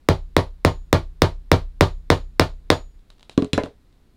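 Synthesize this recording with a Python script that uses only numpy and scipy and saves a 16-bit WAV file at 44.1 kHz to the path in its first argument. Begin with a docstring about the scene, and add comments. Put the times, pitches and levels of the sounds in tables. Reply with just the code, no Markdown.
"""A low rumble and faint hiss, then a cobbler's hammer taps a wooden peg ten times into a shoe sole on a workbench.
Each blow is a filtered impulse (crack) with damped modes of peg, sole, bench and steel head; a small workshop answers
with decaying noise. The shoe creaks in the hands: runs of stick-slip snaps. The hammer is laid on the bench: damped
modes of mat, handle and steel knock and clink. Peaks beyond the input's ceiling are flattened, the treble softened."""
import sys
import numpy as np
from scipy import signal
from scipy.fft import rfft, irfft
from scipy.io import wavfile

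SR = 44100
rng = np.random.default_rng(int(sys.argv[2]) if len(sys.argv) > 2 else 0)


def master(y):
    """Save y as 16-bit WAV."""
    cut = np.clip(np.atleast_2d(y).T, -1, 1)
    pcm = np.round(cut * 32767)  # scale
    wavfile.write(sys.argv[1], SR, pcm.astype(np.int16))


N = 183730
T = np.arange(int(.9 * SR)) / SR  # time axis of a single sound (s)

# boom modes of the bench: (f/Hz, level/dB, t60/s)
BENCH_BOOM_MODES = [(89, -25.5, 0.14), (93, -7.5, 0.17), (136.2, -4.5, 0.08), (156.64, -18, 0.21)]
# spectral shape of a small contact snap: (f/Hz, relative level/dB)
TICK_SPECTRUM = [(100, -2.5), (700, -3), (2000, -11.5), (3800, -2.5), (5500, -14.5), (9000, -18.5),
                 (12000, -29), (16000, -43)]


def gain_of(db):
    """Level definition: 20 dB is a factor of ten in amplitude."""
    return 10 ** (np.asarray(db) / 20)


def read(points, hz):
    """Interpolation: a table joined by straight lines over log frequency."""
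    f, value = np.transpose(points)
    return np.interp(np.log(hz + 1), np.log(f), value)


def add(mix, s, sound):
    """Superposition: a sound is summed into the mix from time s (s)."""
    part = mix[max(round(s * SR), 0):][:len(sound)]
    part += sound[:len(part)]


def ring(modes, rise, scatter=0.):
    """Modal synthesis: damped sines build up over rise (s); scatter (dB) varies their levels per call."""
    shares = gain_of(scatter * rng.standard_normal(len(modes)))
    waves = 0
    for share, (hz, db, t60) in zip(shares, modes):
        envelope = gain_of(db - 60 * T / t60)
        waves = waves + share * envelope * np.sin(2 * np.pi * hz * T)
    return waves * (1 - np.exp(-(T / rise) ** 2))


def click(spectrum):
    """Minimum phase: the causal pulse that delivers this spectrum soonest, scaled to peak 1."""
    size = 2048
    hz = abs(np.fft.fftfreq(size, 1 / SR))
    log_gain = np.log(gain_of(read(spectrum, hz)))
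    # the Hilbert transform of the log gain is the minimum phase
    pulse = np.fft.ifft(np.exp(np.conj(signal.hilbert(log_gain)))).real
    return np.pad(pulse / abs(pulse).max(), (0, len(T) - size))


def snap(spectrum, decay_s, grit):
    """Impulse and fracture noise: a click, then a crush of fibres of size grit against the click."""
    crush = rng.standard_normal(len(T)) * np.exp(-T / decay_s)
    crush[0] = 0
    crush /= np.linalg.norm(crush)
    pulse = click(spectrum)
    return pulse + grit * signal.fftconvolve(crush, pulse)[:len(T)]


def echoed(direct, echoes, dull_hz=1100):
    """Early reflection: delayed copies, dulled by the clutter on the bench, follow the direct sound."""
    out = direct.copy()
    dull = signal.lfilter(*signal.butter(2, dull_hz, fs=SR), direct)
    for delay, gain in echoes:
        add(out, delay, gain * dull)
    return out


def tail(spectrum, rise):
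    """Reverberation: dense noise of energy 1 whose bands each decay exponentially at their own speed."""
    # decay of the workshop: (f/Hz, t60/s)
    workshop_t60 = [(100, .22), (400, .18), (1000, .165), (4000, .19), (8000, .185), (16000, .18)]
    hz, t, bands = signal.stft(rng.choice([-1., 1.], len(T)), SR, nperseg=256)
    decay_db = 60 * t / read(workshop_t60, hz)[:, None]
    bands = bands * gain_of(read(spectrum, hz)[:, None] - decay_db)
    wave = signal.istft(bands, SR, nperseg=256)[1][:len(T)]
    wave = wave * (1 - np.exp(-(T / rise) ** 2))
    return wave / np.linalg.norm(wave)


def room_tone(level_db=-54):
    """Coloured noise: white noise shaped into the low rumble and faint hiss of the quiet workshop."""
    # spectral shape of the background: (f/Hz, relative level/dB)
    background_spectrum = [(20, -3), (38, -2), (70, -9), (150, -16.5), (300, -20), (600, -31.5),
                           (1500, -36.5), (3000, -41), (4000, -39), (6000, -47), (16000, -48)]
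    gains = gain_of(read(background_spectrum, np.fft.rfftfreq(N, 1 / SR)))
    noise = irfft(rfft(rng.standard_normal(N)) * gains, N)
    return gain_of(level_db) * noise / noise.std()


def bench_top(t60=0.16, detune=.012, scatter_db=2.5):
    """Plate modes, all damped alike: each grip detunes them (share), and their paths to the microphone differ."""
    # modes of the bench top before detuning and scatter: (f/Hz, level/dB)
    top_modes = [(261, -16), (339, -19), (385, -19), (480, -20), (540, -23), (565, -23), (608, -21),
                 (641, -23), (688, -23), (717, -27), (767, -24), (851, -27), (873, -23), (898, -23),
                 (939, -24), (1040, -26), (1093, -27), (1191, -29), (1249, -28)]
    out = np.zeros(len(T))
    for hz, db in top_modes:
        mode = (hz * (1 + detune * rng.standard_normal()), db, t60)
        add(out, rng.uniform(0.0022, 0.0068), ring([mode], rise=0.011, scatter=scatter_db))
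    return out


def rattle(count=16, low_hz=885, high_hz=4724, base_db=-29.5, tilt_db=-6, t60=0.12):
    """Sympathetic excitation: loose tools ring briefly at random pitches, weaker by the tilt (dB/octave)."""
    out = np.zeros(len(T))
    for place, lag, size in rng.random((count, 3)):
        hz = low_hz * (high_hz / low_hz) ** place
        db = base_db + tilt_db * np.log2(hz / low_hz) + 6 * size
        add(out, .004 + 0.022 * lag, ring([(hz, db, t60)], rise=0.006))
    return out


def hammering(crack_db=0, grit=0.97, crush_s=0.00058, room_db=8, top_db=-1.5, sole_lag_s=0.00098,
              bench_lag_s=.005, radiate_hz=240, force_db=-0.16):
    """Impact and momentum transfer: steel meets the peg, the sole gives a moment later, then the bench."""
    # hammer blows: (t/s, push into the bench/dB, low ring of the head/dB, high ring/dB)
    blows = [(.0877, 2, -56, -56.5), (.3662, -1, -59.5, -40), (.6491, 1.5, -45.5, -45),
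             (.9288, 1.5, -59, -48.5), (1.2198, 1.5, -58.5, -44), (1.5164, 3, -61.5, -54),
             (1.8091, 3, -50.5, -51), (2.1023, 1, -50, -53.5), (2.3967, -0.5, -53.5, -53.5),
             (2.7025, -4.5, -42, -52)]
    # damped modes of peg, sole, swaying bench and steel head: (f/Hz, level/dB, t60/s)
    peg_modes = [(1500, -1.5, .005), (2063, 2.5, 0.0043), (3650, -3, 0.0056), (5204, -8, 0.0071)]
    sole_modes = [(333, 9, 0.0071), (510, 7.5, 0.007), (940, 11.5, 0.0032)]
    sway_modes = [(26.5, -28, 1), (33.5, -25, 1), (64.5, -27, .6), (153, -45, .9)]
    head_low_mode = [(6910, 0, .4)]
    head_high_mode = [(10790, 0, .17)]
    # spectral shapes of the crack and of the workshop's reflections: (f/Hz, relative level/dB)
    crack_spectrum = [(100, -19.5), (600, -12.5), (2000, -2.5), (2800, 0.5), (4500, 0.5), (6500, -4.5),
                      (10000, -8), (16000, -5.5)]
    room_spectrum = [(60, -25), (200, -5.5), (400, 8), (1000, -1), (1450, -5), (2000, -8.5), (2800, -12),
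                     (4000, -7.5), (5200, -16), (6800, -23), (11000, -29.5), (16000, -37.5)]
    # nearby surfaces: (delay/s, gain)
    surfaces = [(.0062, 0.045), (0.0108, 0.083), (0.0154, 0.18), (0.0256, 0.21)]
    # the contact hardens as the peg seats: first blow (dB), step with each blow (dB)
    loose_db, seating_db = -4, 0.97
    # dB of crack, and of bench top and reflections, for each dB of push
    crack_per_push, top_per_push = .55, .25
    # the face chatters once on the peg: delay (s), level (dB)
    chatter_s, chatter_db = .0021, -5.5
    new_reflections = .55  # gain of each blow's own reflections against the constant ones

    out = np.zeros(N)
    same_room = tail(room_spectrum, rise=0.0059)
    for done, (s, push_db, low_db, high_db) in enumerate(blows):
        hard_db = loose_db + seating_db * done
        peg = ring(peg_modes, rise=.00006, scatter=1.5)
        crack = gain_of(crack_db + crack_per_push * push_db) * snap(crack_spectrum, crush_s, grit)
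        direct = -crack - gain_of(hard_db) * peg
        add(direct, chatter_s, -gain_of(chatter_db) * crack)
        add(direct, sole_lag_s, ring(sole_modes, rise=0.00053, scatter=.6))
        # a shoe is too small to radiate bass
        direct = signal.lfilter(*signal.butter(2, radiate_hz, "high", fs=SR), direct)
        blow = echoed(direct, surfaces)
        blow += gain_of(top_db + top_per_push * push_db) * bench_top()

        # hand and shoe shift a little between blows, and the reflections with them
        reflections = same_room + new_reflections * tail(room_spectrum, rise=.005)
        answer = gain_of(room_db) * reflections + rattle()
        blow += gain_of(hard_db / 2 + top_per_push * push_db) * answer

        bench = ring(BENCH_BOOM_MODES, rise=0.0051, scatter=0.27) + ring(sway_modes, rise=0.039)
        add(blow, bench_lag_s, gain_of(push_db) * bench)
        # the steel head sings on, more or less with each landing
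        head = gain_of(low_db) * ring(head_low_mode, rise=0.0013)
        head += gain_of(high_db) * ring(head_high_mode, rise=0.00092)
        add(out, s, gain_of(force_db) * blow + head)
    return out


def handling(level_db=-11, room_db=0, grit=0.89, uneven_db=6.5, slip_gap_s=.013, slip_decay_s=.003):
    """Stick-slip friction: leather slips in the grip in runs, each slip a short cluster of tiny snaps."""
    # creaks of the shoe in the hands: (t/s, length/s, relative level/dB)
    creaks = [(2.993, .004, -35), (3.103, .02, -28.5), (3.1825, .036, -27), (3.2292, .004, -16.5),
              (3.296, .004, -18.5), (3.927, .02, -38)]
    out = np.zeros(N)
    for s, length, db in creaks:
        for at in np.arange(s, s + length, slip_gap_s):
            size = gain_of(level_db + db + uneven_db * rng.standard_normal())
            slip = snap(TICK_SPECTRUM, slip_decay_s, grit)
            slip += gain_of(room_db) * tail(TICK_SPECTRUM, rise=0.013)
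            add(out, at, size * slip)
    return out


def laying_down(tick_db=-0.5, tick_room_db=-2, body_room_db=4, clink_room_db=-2, crush_s=0.00039, grit=0.74):
    """Repeated impact: handle and head drop on the cutting mat and bounce, exciting the modes of each body."""
    # knocks: (t/s, thud on the mat/dB, clack of the handle/dB, clink of steel/dB)
    knocks = [(3.3773, -1, -6, -22.5), (3.4230, -8.5, -16.5, -38), (3.4458, -19.5, -28, -39),
              (3.5325, -12, -12, -7), (3.5779, -9.5, 4, -21), (3.636, -17.5, -19, -30.5),
              (3.6592, -22.5, -16.5, -57)]
    # damped modes of mat, handle and steel head: (f/Hz, level/dB, t60/s)
    mat_modes = [(189, -0.5, 0.021), (266, 9.5, 0.025), (290, 13, 0.0057), (419, -16.5, 0.18),
                 (723, -22.5, 0.042), (1125, -21.5, 0.055)]
    handle_modes = [(266, -3.5, 0.03), (463.4, -24.5, 0.15), (521, -18.5, 0.05), (623, -23.5, 0.12),
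                    (758, -44, 0.074), (1010, -26.5, 0.095), (1450, -4.5, 0.0067)]
    steel_modes = [(2003, -28, 0.054), (2566, -14.5, 0.037), (2830, -12.5, 0.036), (3240, -24, .04),
                   (3440, -25, 0.13), (4070, -19, .1), (4880, -30.5, 0.049), (5373, -36.5, 0.16),
                   (7100, -28.5, 0.099), (7267, -37, 0.039), (7908, -36, 0.084), (8818, -46, .11),
                   (10040, -33.5, 0.078), (10000, -42, .05)]
    # surfaces near the spot where the hammer is laid: (delay/s, gain)
    mat_surfaces = [(0.011, 0.18), (0.0214, 0.22)]
    # reflections of the dull wooden knocks and of the steel clink: (f/Hz, relative level/dB)
    knock_room = [(60, 12), (250, -2), (500, 26), (1000, 5), (2000, 3.5), (4000, -16), (8000, -49),
                  (16000, -50)]
    clink_room = [(500, -11), (1900, 13), (2800, 4), (4100, -3), (5800, 5), (7000, -16), (10300, -37),
                  (11500, -36), (16000, -20)]
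    # the bench booms under the padded thud and under the heavy head (dB against each)
    thud_boom_db, head_boom_db = -23, -5
    # the more steel in a knock, the sharper its contact: dB of tick for each dB of clink
    tick_per_clink = 0.52

    out = np.zeros(N)
    for s, thud_db, clack_db, clink_db in knocks:
        thud = -gain_of(thud_db) * echoed(ring(mat_modes, rise=0.0025), mat_surfaces)
        boom_gain = gain_of(thud_db + thud_boom_db) + gain_of(clink_db + head_boom_db)
        boom = boom_gain * ring(BENCH_BOOM_MODES, rise=.002)

        clack = ring(handle_modes, rise=0.0011, scatter=0.38)
        clack += gain_of(body_room_db) * tail(knock_room, rise=0.0016)
        clink = ring(steel_modes, rise=.0001)
        clink += gain_of(clink_room_db) * tail(clink_room, rise=.004)

        contact = snap(TICK_SPECTRUM, crush_s, grit)
        contact += gain_of(tick_room_db) * tail(TICK_SPECTRUM, rise=0.0024)
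        contact *= gain_of(tick_db + tick_per_clink * clink_db)
        add(out, s, thud + boom + gain_of(clack_db) * clack + gain_of(clink_db) * clink + contact)
    return out


def scene():
    """Superposition: all sources sum at one microphone."""
    return (room_tone() + hammering() + handling() + laying_down())[None]


def record(dry, ceiling=.96, roll_off_hz=11900, edge_hz=15950):
    """Clipping and band limiting: the input flattens peaks, softens the top, then cuts above the edge."""
    clipped = np.clip(dry, -ceiling, ceiling)
    softened = signal.lfilter(*signal.butter(1, roll_off_hz, fs=SR), clipped)
    band_limit = signal.firwin(301, edge_hz, window=("kaiser", 8), fs=SR)
    return signal.oaconvolve(softened, band_limit[None], "same")


dry = scene()
out = record(dry)
master(out)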